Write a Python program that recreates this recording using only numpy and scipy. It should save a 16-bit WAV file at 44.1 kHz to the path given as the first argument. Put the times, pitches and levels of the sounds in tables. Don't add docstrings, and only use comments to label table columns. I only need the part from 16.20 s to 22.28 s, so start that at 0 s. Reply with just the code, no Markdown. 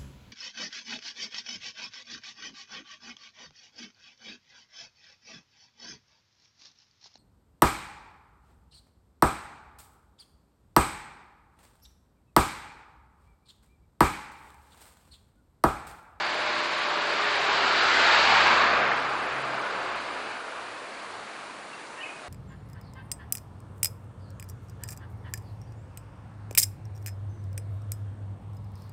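import sys
import numpy as np
from scipy import signal
from scipy.fft import rfft, irfft, dct, next_fast_len
from scipy.io import wavfile
from scipy.ndimage import uniform_filter1d, map_coordinates

SR = 44100
rng = np.random.default_rng(int(sys.argv[2]) if len(sys.argv) > 2 else 0)


def bounce(signal):
    frames = np.transpose(np.atleast_2d(signal))
    limited = np.clip(frames, -1, 1)
    pcm = np.round(limited * 32767).astype(np.int16)
    wavfile.write(sys.argv[1], SR, pcm)


def volts(x):
    e = np.asarray(x, float) / 20
    return 10 ** e


N = 268260

# frequency in Hz, level in dB per Hz.
TOWN_COLOUR = [(20, -18.5), (60, -14), (150, -3), (400, 1.5), (900, -6), (1800, -16), (3000, -10.5),
               (5000, -21.5)]
TOWN_DB = -56.5

# start in seconds, length in seconds, start pitch in Hz, end pitch in Hz, level in dB.
BIRD_NOTES = [
    (5.528, 0.021, 2760, 2670, -40.5),
    (5.77, 0.047, 1830, 1850, -42),
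    (5.773, 0.04, 2690, 2740, -46.5),
    (5.803, .03, 2874, 2990, -37),
    (5.829, 0.02, 2460, 2640, -33),
    (5.85, 0.052, 2480, 2495, -46.5),
    (5.85, .025, 2104, 2230, -41),
    (5.878, 0.035, 2484, 2470, -40.5),
    (5.884, 0.031, 2106, 2270, -46.5),
    (5.91, 0.13, 2500, 2505, -54),
]

# start in seconds, pitch in Hz, peak level in dB.
GRIT_TICKS = [
    (2.2065, 1750, -9),
    (2.7172, 1850, -6.5),
]
GRIT_T60_S = 0.008

# start in seconds, end in seconds, start pitch in Hz, end pitch in Hz, level in dB.
GROOVE_SONGS = [
    (1.35, 2.05, 1320, 1550, -28),
    (1.698, 2.453, 899, 790, -29.5),
    (2.28, 2.579, 1050, 1219, -27),
    (3.692, 4.501, 1444, 1500, -44.5),
    (4.213, 4.997, 1088, 1138, -51),
]
GROOVE_WIDTH = 0.22

# time in seconds, rate in Hz.
FIRING_RATE = [(0.0, 86.3), (0.5, 85.75), (1.0, 83.45), (1.5, 80.14), (1.8, 79.7), (2.1, 74.4), (2.6, 71.5),
               (3.2, 67.3), (3.7, 61.4), (4.3, 56.5), (5.0, 49.9), (5.5, 47.4), (6.08, 42.1)]
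# time in seconds, level in dB.
TAILPIPE_LEVEL = [(0.0, -64), (1.05, -67), (1.35, -60), (2.1, -51.5), (2.5, -53), (2.7, -61), (3.1, -60),
                  (3.3, -73), (3.8, -66), (4.15, -74), (6.08, -92)]
# start in seconds, end in seconds, level in dB.
OCTAVE_BOOMS = [(-.3, .2, -64), (0.252, 1.15, -57.5), (1.15, 1.696, -54.5), (1.95, 2.5, -49),
                (2.456, 3.03, -49.5), (3.07, 3.445, -48.5), (3.4, 3.9, -60), (3.92, 4.202, -63),
                (4.25, 4.695, -67), (4.8, 5.1, -67.5), (5.203, 5.45, -69)]
# multiple of the firing rate, start in seconds, end in seconds, level in dB.
ENGINE_ORDERS = [
    (4, -.9, 1.5, -50.5),
    (7.03, -.8, 1.7, -43),
    (5, .7, 1.95, -43),
    (4.22, 1.4, 2, -46),
    (3, 1.95, 2.8, -49.5),
    (6, 3.2, 4, -54),
    (3, 3.25, 3.75, -60),
    (4, 4.55, 5.7, -64),
    (3, 5, 6.1, -73),
]

# frequency in Hz, level in dB per Hz.
RUMBLE_COLOUR = [(15, -23.5), (60, -26), (150, -16), (300, -5), (500, -2.5), (700, 0), (1200, -34.5)]
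ROAR_COLOUR = [(350, -22.5), (600, -9), (800, -3), (1200, -0.5), (1600, -5.5), (2300, -32)]
TREAD_COLOUR = [(1000, -48), (1400, -5), (1700, 1), (2200, -1.5), (2800, -5.5), (3400, -13), (4500, -39.5)]
SPRAY_COLOUR = [(2000, -34), (2900, 2.5), (3500, 2), (4700, -1.5), (5200, -8.5), (5700, -13.5), (7500, -18),
                (8600, -27), (10200, -30), (11000, -46)]
# time in seconds, tyre loudness in dB,
# shade on the wet contact patches in dB (0 in open sight).
CAR_PASSING = [(0.0, -32, -4), (0.4, -31.5, -3), (0.9, -30.5, -3.5), (1.3, -28, -2), (1.7, -26.5, -1),
               (1.95, -24, -0.5), (2.2, -23.5, -2), (2.35, -23, -5), (2.47, -24, -7.5), (2.6, -25, -10.5),
               (2.75, -28, -10.5), (2.9, -31, -11), (3.25, -32, -11.5), (3.8, -35, -8.5), (4.2, -40, -8.5),
               (4.7, -42.5, -7.5), (5.2, -44, -7.5), (5.75, -45.5, -9.5)]
# level at the closest point in dB,
# share of the rise and fall it follows, share of the shade it takes.
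RUMBLE_FOLLOWS = (-34.5, 0.86, -0.29)
TREAD_FOLLOWS = (-22.5, 1, 0.44)
SPRAY_FOLLOWS = (-26, 0.95, 1.045)
CLOSEST_DB = -24

# frequency in Hz, gain in dB.
MIC_COLOUR = [(1600, 0), (1950, -2.5), (2400, 0.5), (2900, -1.5), (3300, -2.5), (3800, 0.5), (4400, 1.5),
              (5000, 1)]
# frequency in Hz, level in dB per Hz.
HISS_COLOUR = [(200, 1.5), (5000, -2), (9300, -2.5), (10000, -5), (10700, -9), (11200, -15), (11300, -48)]
HISS_DB = -53
# frequency in Hz, step size in dB.
CAMERA_STEP = [(100, -20.5), (3000, -8.5), (6000, -2.5), (7500, -1.5), (8500, 0.5), (10000, -1),
               (11000, -3.5)]


def unit(x):
    return x / np.sqrt(np.mean(x ** 2) + 1e-20)


def curves(rows):
    s, *cols = np.transpose(rows)
    return [np.interp(np.arange(N) / SR, s, c) for c in cols]


def swell(start, end):
    return np.sin(np.pi * np.clip((np.arange(N) / SR - start) / (end - start), 0, 1))


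def wobble(rate):
    knots = rng.standard_normal(int(N * rate / SR) + 4)
    return map_coordinates(knots, [np.arange(N) * rate / SR])


def along(points, hz):
    f, db = np.transpose(points)
    return volts(np.interp(np.log(hz + 1), np.log(f + 1), db))


def coloured(x, spectrum):
    m = next_fast_len(N + 8192)
    hz = np.fft.rfftfreq(m, 1 / SR)
    inside = (hz > spectrum[0][0]) & (hz < spectrum[-1][0])
    return unit(irfft(rfft(x, m) * along(spectrum, hz) * inside, m)[:N])


def patchy(patchy_db, grain_db=0):
    x = rng.standard_normal(N) * volts(grain_db * rng.exponential(1, N))
    z = signal.stft(x, nperseg=1024)[2]
    field = uniform_filter1d(rng.standard_normal(z.shape), size=7, axis=0)
    field = uniform_filter1d(field, size=14, axis=1)
    return signal.istft(z * volts(patchy_db * unit(field)), nperseg=1024)[1][:N]


def town():
    return volts(TOWN_DB) * coloured(patchy(patchy_db=3.5), TOWN_COLOUR)


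def bird():
    notes = np.zeros(N + SR)
    for s, length, start_hz, end_hz, db in BIRD_NOTES:
        u = np.linspace(0, 1, int(length * SR))
        bend_hz = 25 * rng.standard_normal() * np.sin(14 * u)
        turn = 2 * np.pi * np.cumsum(start_hz + (end_hz - start_hz) * u + bend_hz) / SR
        flutter_db = 2.5 * np.sin(190 * length * u * 2 * np.pi)
        shape = np.sqrt(np.sin(np.pi * u) + 1e-9)
        notes[round(s * SR):][:len(u)] += volts(db + 0.5 + flutter_db) * shape * np.sin(turn)
    t = np.arange(SR // 2) / SR
    street = rng.standard_normal(len(t)) * volts(-60 * t / 0.52) * (t > 0.012)
    echoes = signal.fftconvolve(notes, street / np.linalg.norm(street))[:N]
    return notes[:N] + volts(-4.5) * echoes


def grit():
    ticks = np.zeros(N + SR)
    t = np.arange(SR // 50) / SR
    onset = 1 - np.exp(-t / 0.0003)
    for s, hz, db in GRIT_TICKS:
        ticks[round(s * SR):][:len(t)] += volts(db - 60 * t / GRIT_T60_S) * np.sin(2 * np.pi * hz * t) * onset
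    return ticks[:N]


def grooves():
    sound = np.zeros(N)
    for start, end, start_hz, end_hz, db in GROOVE_SONGS:
        width_hz = GROOVE_WIDTH * start_hz
        pitch_hz = np.interp(np.arange(N) / SR, [start, end], [start_hz, end_hz])
        turn = 2 * np.pi * np.cumsum(pitch_hz) / SR
        band = wobble(width_hz) * np.cos(turn) + wobble(width_hz) * np.sin(turn)
        sound += volts(db) * swell(start, end) * unit(band)
    return sound


def engine():
    firing_hz = curves(FIRING_RATE)[0] + 0.12 * wobble(6)
    turn = 2 * np.pi * np.cumsum(firing_hz) / SR
    tone_db, = curves(TAILPIPE_LEVEL)
    octave = sum(volts(db - 1.5) * np.abs(swell(start, end)) ** 0.52 for start, end, db in OCTAVE_BOOMS)
    sound = volts(tone_db) * np.sin(turn)
    sound += octave * volts(0.69 * wobble(7)) * np.sin(2 * turn)
    for multiple, start, end, db in ENGINE_ORDERS:
        waver_db = 1.2 * wobble(7)
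        sound += volts(db + waver_db) * np.sqrt(np.abs(swell(start, end))) * np.sin(multiple * turn)
    return np.sqrt(2) * sound


def tyres():
    roar_db, shade_db = curves(CAR_PASSING)
    rumble_db, tread_db, spray_db = (
        db + grows * (roar_db - CLOSEST_DB) + share * shade_db
        for db, grows, share in (RUMBLE_FOLLOWS, TREAD_FOLLOWS, SPRAY_FOLLOWS))
    bumps = wobble(18)
    rumble = volts(rumble_db) * coloured(patchy(patchy_db=-1.6), RUMBLE_COLOUR)
    roar = volts(roar_db + 0.44 * bumps) * coloured(patchy(patchy_db=1.08), ROAR_COLOUR)
    tread = volts(tread_db + 0.31 * bumps) * coloured(patchy(patchy_db=0.9, grain_db=1.5), TREAD_COLOUR)
    splashes_db = 0.4 * wobble(30.01)
    spray = volts(spray_db + splashes_db) * coloured(patchy(patchy_db=0.86, grain_db=1.5), SPRAY_COLOUR)
    return rumble + roar + tread + spray


def scene():
    car = tyres() + grooves() + grit() + engine()
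    return (town() + bird() + car)[None]


def camera_memory(x, size=528, count=24):
    blocks = np.pad(x, (size, 2 * size - N % size)).reshape(-1, size)
    rise = np.sin(np.pi / 2 * np.sin(np.pi * (np.arange(size) + 0.5) / (2 * size)) ** 2)
    a, b = np.split(blocks[:-1] * rise, 2, axis=1)
    c, d = np.split(blocks[1:] * rise[::-1], 2, axis=1)
    lines = dct(np.hstack([-c[:, ::-1] - d, a - b[:, ::-1]]), type=4, norm="ortho")
    logs = np.log(np.abs(lines[:, size // 40:size // 4]) + 1e-9)
    level = np.exp(np.mean(logs, axis=1, keepdims=True)) / volts(-33.5)
    bands = np.repeat(rng.standard_normal((len(lines), count)), size // count, axis=1)
    frames = rng.standard_normal(level.shape)
    step = volts(-39.5 + 1.5 * bands + 1.2 * frames) * (level + 1e-6) ** 0.74
    step = step * along(CAMERA_STEP, (np.arange(size) + 0.5) * SR / (2 * size))
    rounded = np.sign(lines) * np.floor(np.abs(lines) / step + 0.4) * step
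    p, q = np.split(dct(rounded, type=4, norm="ortho"), 2, axis=1)
    first = np.hstack([q, -q[:, ::-1]]) * rise
    second = np.hstack([-p[:, ::-1], -p]) * rise[::-1]
    return (first[1:] + second[:-1]).ravel()[:N]


def band_limit(x):
    return signal.sosfilt(signal.butter(12, 11140, fs=SR, output="sos"), x)


def record(dry):
    m = next_fast_len(N + 8192)
    heard = irfft(rfft(dry[0], m) * along(MIC_COLOUR, np.fft.rfftfreq(m, 1 / SR)), m)[:N]
    heard = heard + volts(HISS_DB) * coloured(rng.standard_normal(N), HISS_COLOUR)
    stored = camera_memory(heard)
    return band_limit(stored[None])


dry = scene()
out = record(dry)
bounce(out)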